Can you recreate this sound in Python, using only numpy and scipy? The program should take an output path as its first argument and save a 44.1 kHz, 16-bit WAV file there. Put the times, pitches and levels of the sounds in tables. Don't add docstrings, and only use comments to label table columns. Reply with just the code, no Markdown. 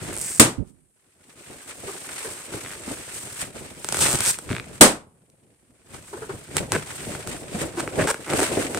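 import sys
import numpy as np
from scipy import signal
from scipy.fft import rfft, irfft, next_fast_len
from scipy.io import wavfile

SR = 44100
rng = np.random.default_rng(int(sys.argv[2]) if len(sys.argv) > 2 else 0)


def generate_wav(signal):
    frames = np.transpose(np.atleast_2d(signal))
    scaled = np.clip(frames, -1, 1) * 32767
    pcm = np.round(scaled).astype(np.int16)
    wavfile.write(sys.argv[1], SR, pcm)


N = 387638

# pitch_hz, width_hz, relative_level_db
DRUM = [(250, 86, -1.5), (382, 100, 2), (470, 68, 3.5), (606, 270, -3)]
# pitch_hz, width_hz, relative_level_db
SKIN = [(1015, 700, 0.5), (1480, 700, 2), (2110, 990, -0.5)]
# pitch_hz, width_hz, relative_level_db
WOBBLE = [(65.5, 92, -10), (136, 110, -3.5)]


def undb(db):
    return 10 ** (np.asarray(db) / 20)


def unit(x):
    return x / np.sqrt(np.mean(x ** 2))


def low(x, hz):
    return signal.sosfilt(signal.butter(2, hz, fs=SR, output="sos"), x)


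def high(x, hz):
    return signal.sosfilt(signal.butter(2, hz, "high", fs=SR, output="sos"), x)


def ring(x, modes):
    out = 0
    for k, (hz, width_hz, db) in enumerate(modes):
        b, a = signal.iirpeak(hz, hz / width_hz, SR)
        out = out + (-1) ** k * undb(db) * signal.lfilter(b, a, x)
    return out


def colour(x, spectrum):
    hz, db = np.transpose(spectrum)
    size = next_fast_len(x.shape[1])
    axis = np.fft.rfftfreq(size, 1 / SR) + 1
    gain = undb(np.interp(np.log(axis), np.log(hz), db))
    return irfft(rfft(x, size) * gain, size)[:, :x.shape[1]]


def pair(size, apart_hz):
    mid, side, room = rng.standard_normal((3, size))
    difference = high(side, apart_hz) + 0.26 * room
    return (mid + difference * np.array([[1], [-1]])) / np.sqrt(2)


def strikes(s, db):
    return np.bincount((np.asarray(s) * SR).astype(int), undb(db), N)[:N]


def fade(x, t60):
    return signal.lfilter([1], [1, -np.exp(-np.log(1000) / (t60 * SR))], x)


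def grains(per_s, spread_db, t60):
    starts = rng.random(N) < per_s / SR
    sizes = undb(spread_db * rng.exponential(size=N))
    return fade(starts * sizes, t60)


def echo(x, size=22050):
    # frequency_hz, t60_s
    room_decay = [(60, 0.4), (250, 0.26), (1000, 0.27), (16000, 0.19)]
    decay_hz, decay_s = np.transpose(room_decay)
    hz, t, cells = signal.stft(pair(size, 900), SR, nperseg=256)
    t60 = np.interp(np.log(hz + 1), np.log(decay_hz), decay_s)
    rounds = t / t60[:, None]
    linger = undb(-34 - 24 * rounds) * (hz[:, None] < 1500)
    fall = undb(-60 * rounds) + linger
    tail = signal.istft(cells * fall, SR, nperseg=256)[1]
    tail = tail / np.sqrt(np.sum(tail ** 2) / 2)
    return signal.fftconvolve(x, tail, axes=1)[:, :N]


def hum():
    # frequency_hz, relative_level_db per Hz
    hum_spectrum = [(24, -44), (60, -7.5), (95, -5), (120, 14), (150, -4.5), (450, -3), (900, -20),
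                    (5870, -20), (10200, -4), (15500, -18)]
    level_db = -74
    return undb(level_db) * unit(colour(pair(N, 800), hum_spectrum))


def layer_powers(hiss_db, drum_db):
    offsets_db = np.array([-8.0 + 0 * drum_db, 0.32 * drum_db - 5.0, drum_db - 7.0])
    return undb(hiss_db + offsets_db) ** 2


def pressure():
    # time_s, relative_nail_hiss_db, relative_drum_minus_hiss_db
    contact = [(0, -37, 7.5), (.38, -39, -2.5), (0.431, -71.5, 11.5), (1.19, -78, 1.5), (1.399, -52, 5.5),
               (2.0, -40.5, -17), (3.47, -39, 1), (3.525, -55, 12), (3.565, -39, 2.5), (4.411, -69.5, 16.5),
               (4.78, -41.5, 5), (4.85, -77.5, 16), (5.85, -65.5, 9.5), (6.1, -43.5, -11), (6.7, -47, 11.5),
               (7.699, -87, 4), (8.79, -49, 5)]
    # peak_s, rise_s, fall_s, relative_nail_hiss_db, relative_drum_minus_hiss_db
    hand_strokes = [(.686, .02, 0.023, -50.5, -24), (1.3, 0.027, 0.05, -52, -2.5),
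                    (1.549, 0.19, 0.1, -44.5, 2.5), (1.7, 0.024, 0.027, -35, -2),
                    (1.89, 0.054, 0.13, -36.5, 4.5), (2.275, 0.33, 0.14, -31.5, -4.5),
                    (2.552, 0.065, 0.12, -34.5, 2.5), (2.719, 0.07, 0.058, -36.5, 3),
                    (2.91, 0.074, 0.078, -35, 3.5), (3.151, 0.054, 0.19, -30, -34),
                    (3.412, 0.034, 0.028, -23, -13.5), (4.037, 0.089, 0.17, -18.5, -8.5),
                    (4.3, 0.094, 0.03, -17.5, -14.5), (4.53, 0.075, 0.08, -40, 12.5),
                    (5.947, 0.045, 0.069, -41, 2), (6.342, 0.12, 0.038, -54, 21.5),
                    (6.576, 0.025, 0.041, -28.5, 7.5), (6.73, 0.014, 0.085, -30.5, 9.5),
                    (6.914, 0.076, 0.33, -33.5, -6), (7.123, 0.089, 0.12, -35.5, 10),
                    (7.297, 0.024, 0.097, -33, 8.5), (7.618, 0.091, 0.058, -30.5, 9.5),
                    (7.792, 0.075, 0.22, -39, 12), (8.019, 0.056, 0.059, -31, 16),
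                    (8.31, 0.022, 0.45, -32, 8.5), (8.436, 0.083, 0.041, -22, 3),
                    (8.63, 0.3, 0.047, -30.5, 10.5), (8.777, 0.12, .2, -34.5, 13.5)]
    drop_db = 10
    t = np.arange(N) / SR
    s, *columns = np.transpose(contact)
    power = layer_powers(*(np.interp(t, s, column) for column in columns))
    for peak, rise, fall, hiss_db, drum_db in hand_strokes:
        span = slice(max(int((peak - 4 * rise) * SR), 0), int((peak + 4 * fall) * SR))
        late = t[span] - peak
        swell = undb(-drop_db * np.where(late < 0, -late / rise, late / fall))
        power[:, span] += layer_powers(hiss_db, drum_db)[:, None] * swell ** 2
    return np.sqrt(power)


def rubbing():
    # time_s, wobble_minus_rumble_db
    deep = [(0, 2.5), (2, -6.5), (4.6, 4), (7.3, 0), (8.79, -10.5)]
    nails, skin, palm = pressure()
    deep_db = np.interp(np.arange(N) / SR, *np.transpose(deep))
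    grain = grains(900, 1.2, 0.033) + 1.3
    hiss = unit(high(grain * rng.standard_normal((2, N)), 1800))

    creep = pair(N, 1400)
    rustle = 0
    for mode in SKIN:
        creaks = grains(120, 2.8, .04) + .7
        rustle = rustle + ring(creaks * creep, [mode])
    rustle = unit(rustle)

    lumps = grains(120, 3.2, 0.09) + .8
    rumble = unit(low(ring(lumps * pair(N, 780), DRUM), 870))
    wobble = unit(low(ring(lumps * pair(N, 300), WOBBLE), 340))
    return nails * hiss + skin * rustle + palm * (rumble + undb(deep_db) * wobble)


def slip(s, db, skin_db, taut):
    # pitch_hz, width_hz, relative_level_db
    nail = [(2900, 1300, 1.5), (5100, 3600, -1.5)]
    scatter_db = 4
    across_s = .003
    span = slice(int(min(s) * SR), int((max(s) + .1) * SR))

    def hits(level_db):
        return strikes(s, level_db)[span]

    def tuned(mode):
        hz, width_hz, mode_db = mode
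        return [(hz * taut, width_hz * taut, mode_db)]

    tick = hits(db)
    shake = pair(len(tick), 2000)
    snap = .7 * np.array([np.roll(tick, 2), tick]) + .17 * fade(tick, .007) * shake
    snap = snap + .4 * np.roll(snap, int(across_s * SR), 1)

    colours = scatter_db * rng.standard_normal((len(SKIN) + len(nail), len(s)))
    skin_colours, nail_colours = colours[:len(SKIN)], colours[len(SKIN):]
    pinch = sum(ring(hits(db + c), tuned(mode)) for c, mode in zip(nail_colours, nail))
    ticks = high(snap, 2000 * taut) + .7 * pinch

    rattle = 0
    for c, mode in zip(skin_colours, SKIN):
        push = hits(db + skin_db + .5 * c)
        rough = push + .045 * fade(push, .015) * shake
        rattle = rattle + ring(ring(rough, tuned(mode)), tuned(mode))
    rattle = low(rattle, 2500)

    shove = signal.lfilter([1], [1, -.9], hits(db + 1.2 * skin_db))
    kick = low(ring(shove, [*DRUM, *WOBBLE]), 600) / taut ** 2
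    out = np.zeros((2, N))
    out[:, span] = undb(2) * ticks + undb(20.5) * rattle + undb(5.5) * kick
    return out


def slips():
    # time_s, relative_tick_db, relative_skin_rattle_minus_tick_db
    lone_slips = [(0.083, -64, 27), (0.1272, -41, 16), (0.168, -41, 15), (1.213, -50, -2),
                  (3.8456, -11.5, -5), (3.888, -6.5, -9.5), (3.925, -6, -7.5), (3.9451, -11, -1.5),
                  (3.97, -6.5, -8), (3.991, -9, -7), (4.188, -12, -7.5), (4.2062, -3, -12.5),
                  (4.388, -15, -6.5), (5.3, -40.5, -33), (6.568, -0.5, -8.5), (6.72, -3.5, -7),
                  (6.7511, -15.5, 4), (7.151, -33, 11.5), (7.2741, -14, -8), (7.8766, -22, 8),
                  (8.1439, -22.5, 6.5), (8.335, -14, 5), (8.392, -17.5, 8.5), (8.403, -8.5, 0),
                  (8.431, -7, -5), (8.747, -11.5, 0), (8.774, -15.5, 2.5)]
    # start_s, end_s, first_slips_per_s, last_slips_per_s,
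    # first_relative_tick_db, last_relative_tick_db, relative_skin_rattle_minus_tick_db, tautness (pitch ratio)
    drags = [(0.131, 0.217, 69, 140, -22, -14, -32, 3.5), (0.213, 0.389, 335, 360, -18.5, -21.5, -16, 2.8),
             (2.649, 2.74, 82, 107, -31.5, -37, 7, 1.4), (4.007, 4.047, 420, 440, -6.5, -8, -14.5, 1.01),
             (4.056, 4.162, 150, 110, -7.5, -8.5, -8, 0.9), (4.2518, 4.313, 152, 500, -8, -9.5, -19, 1.9),
             (4.4918, 4.534, 90, 117, -31.5, -27.5, 11.5, 1.53),
             (4.5503, 4.601, 58, 68, -28, -26.5, 12, 1.6), (6.722, 6.764, 323, 510, -30.5, -23, 9.5, 1.01),
             (7.769, 7.806, 253, 256, -28.5, -15, 0.5, 0.97), (7.991, 8.028, 297, 236, -30, -28, 12.5, 1.1),
             (8.072, 8.113, 405, 550, -16, -13.5, 0.5, 0.99),
             (8.265, 8.335, 165, 146, -36.5, -26, 11, 0.91)]
    spacing_scatter, size_scatter_db = .07, 1.5
    out = slip(*np.transpose(lone_slips), 0.95)
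    for start, end, first, last, first_db, last_db, skin_db, taut in drags:
        spacing_chance, size_chance = rng.standard_normal((2, 100))
        points = len(spacing_chance)
        turns = np.cumsum(np.linspace(first, last, points)) * (end - start) / points
        wanted = np.cumsum(np.exp(spacing_scatter * spacing_chance)) - 1
        s = np.interp(wanted, turns, np.linspace(start, end, points), right=0)
        db = np.interp(s, [start, end], [first_db, last_db]) + size_scatter_db * size_chance
        out += slip(s[s > 0], db[s > 0], skin_db, taut)
    return out


def bursts(size=40000, count=400):
    # time_s, relative_crack_db, relative_boom_minus_crack_db, boom_tilt_db per octave
    pops = [(0.3968, 6, -0.5, -5), (4.81, 11, -1.5, 7.5)]
    # pitch_hz, relative_level_db before the tilt, t60_s
    room_modes = [(240, 6, 0.16), (310, 2.5, 0.19), (445, 0.5, 0.12), (528, -3.5, 0.23), (604, -2.5, 0.16),
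                  (126, -12.5, 0.4)]
    # frequency_hz, relative_level_db per Hz
    tear_spectrum = [(40, -8.5), (250, 11.5), (600, 5.5), (1500, 0.5), (16000, -10.5)]
    out, t = np.zeros((2, N)), (np.arange(size) - count) / SR
    for s, crack_db, boom_db, tilt_db in pops:
        crack = 1. * (t == 0)
        tear = high(fade(crack, 0.033) * unit(colour(pair(size, 530), tear_spectrum)), 200)
        late = (t - .004).clip(0)
        boom = 0
        for hz, db, t60 in room_modes:
            level_db = db + tilt_db * np.log2(hz / 350) - 60 * late / t60
            boom = boom + undb(level_db) * np.sin(2 * np.pi * hz * late)
        room = echo(colour(np.array([crack, crack]), tear_spectrum))[:, :size]
        burst = low(crack, 5400) + tear + undb(20.5) * room + undb(boom_db - 20.5) * boom
        out[:, int(s * SR) - count:][:, :size] += undb(crack_db) * burst
    return out


def gust():
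    # start_s, lump_db, lump_length_s, trail_db, trail_s (time constant), top_hz
    buffet = (.578, -23, .06, -36, .09, 300)
    s, lump_db, length, trail_db, trail_s, top_hz = buffet
    t = (np.arange(N) / SR - s).clip(0)
    lump = undb(lump_db) * np.sqrt(np.sin(np.pi * (t / length).clip(0, 1)).clip(0))
    trail = undb(trail_db) * (t > 0) * np.exp(-t / trail_s)
    turbulence = low(low(rng.standard_normal(N), top_hz), top_hz)
    return np.array([[0], [1]]) * (lump + trail) * unit(high(turbulence, 50))


def bumps():
    # start_s, peak_db, pitch_hz
    pushes = [(1.876, -24.5, 369), (2.244, -25.5, 460), (2.874, -26.5, 243), (4.503, -17, 107),
              (6.128, -23.5, 387.3), (6.166, -29.5, 464), (6.218, -23, 429), (6.291, -21.5, 426),
              (7.11, -34, 307), (7.542, -19, 207), (7.611, -21.5, 530), (7.773, -17.5, 343),
              (7.985, -15.5, 604)]
    out, t = np.zeros((2, N)), np.arange(6000) / SR
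    for s, db, hz in pushes:
        swell = t * np.exp(-t / 0.009)
        wander = np.cumsum(unit(low(rng.standard_normal(len(t)), 60))) * .06 * hz / SR
        edge_modes = [(hz, .2 * hz, 0), (2.3 * hz, .4 * hz, -6), (3.4 * hz, .5 * hz, -7)]
        edge = unit(ring(pair(len(t), 900), edge_modes))
        tone = swell * (np.sin(2 * np.pi * (hz * t + wander)) + .6 * edge)
        out[:, int(s * SR):][:, :len(t)] += undb(db) * tone / np.abs(tone).max()
    return out


def scene():
    near = slips() + bumps()
    room = undb(-10) * echo(near)
    return near + room + rubbing() + bursts() + gust() + hum()


def record(dry):
    port = [(8403, 1140, 12.5)]
    top_hz = 15700
    heard = low(dry + ring(dry, port), 12500)
    clipped = np.clip(heard, -1, 1)
    top = signal.ellip(6, .2, 30, top_hz, fs=SR, output="sos")
    return np.clip(signal.sosfilt(top, clipped), -1, 1)


dry = scene()
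out = record(dry)
generate_wav(out)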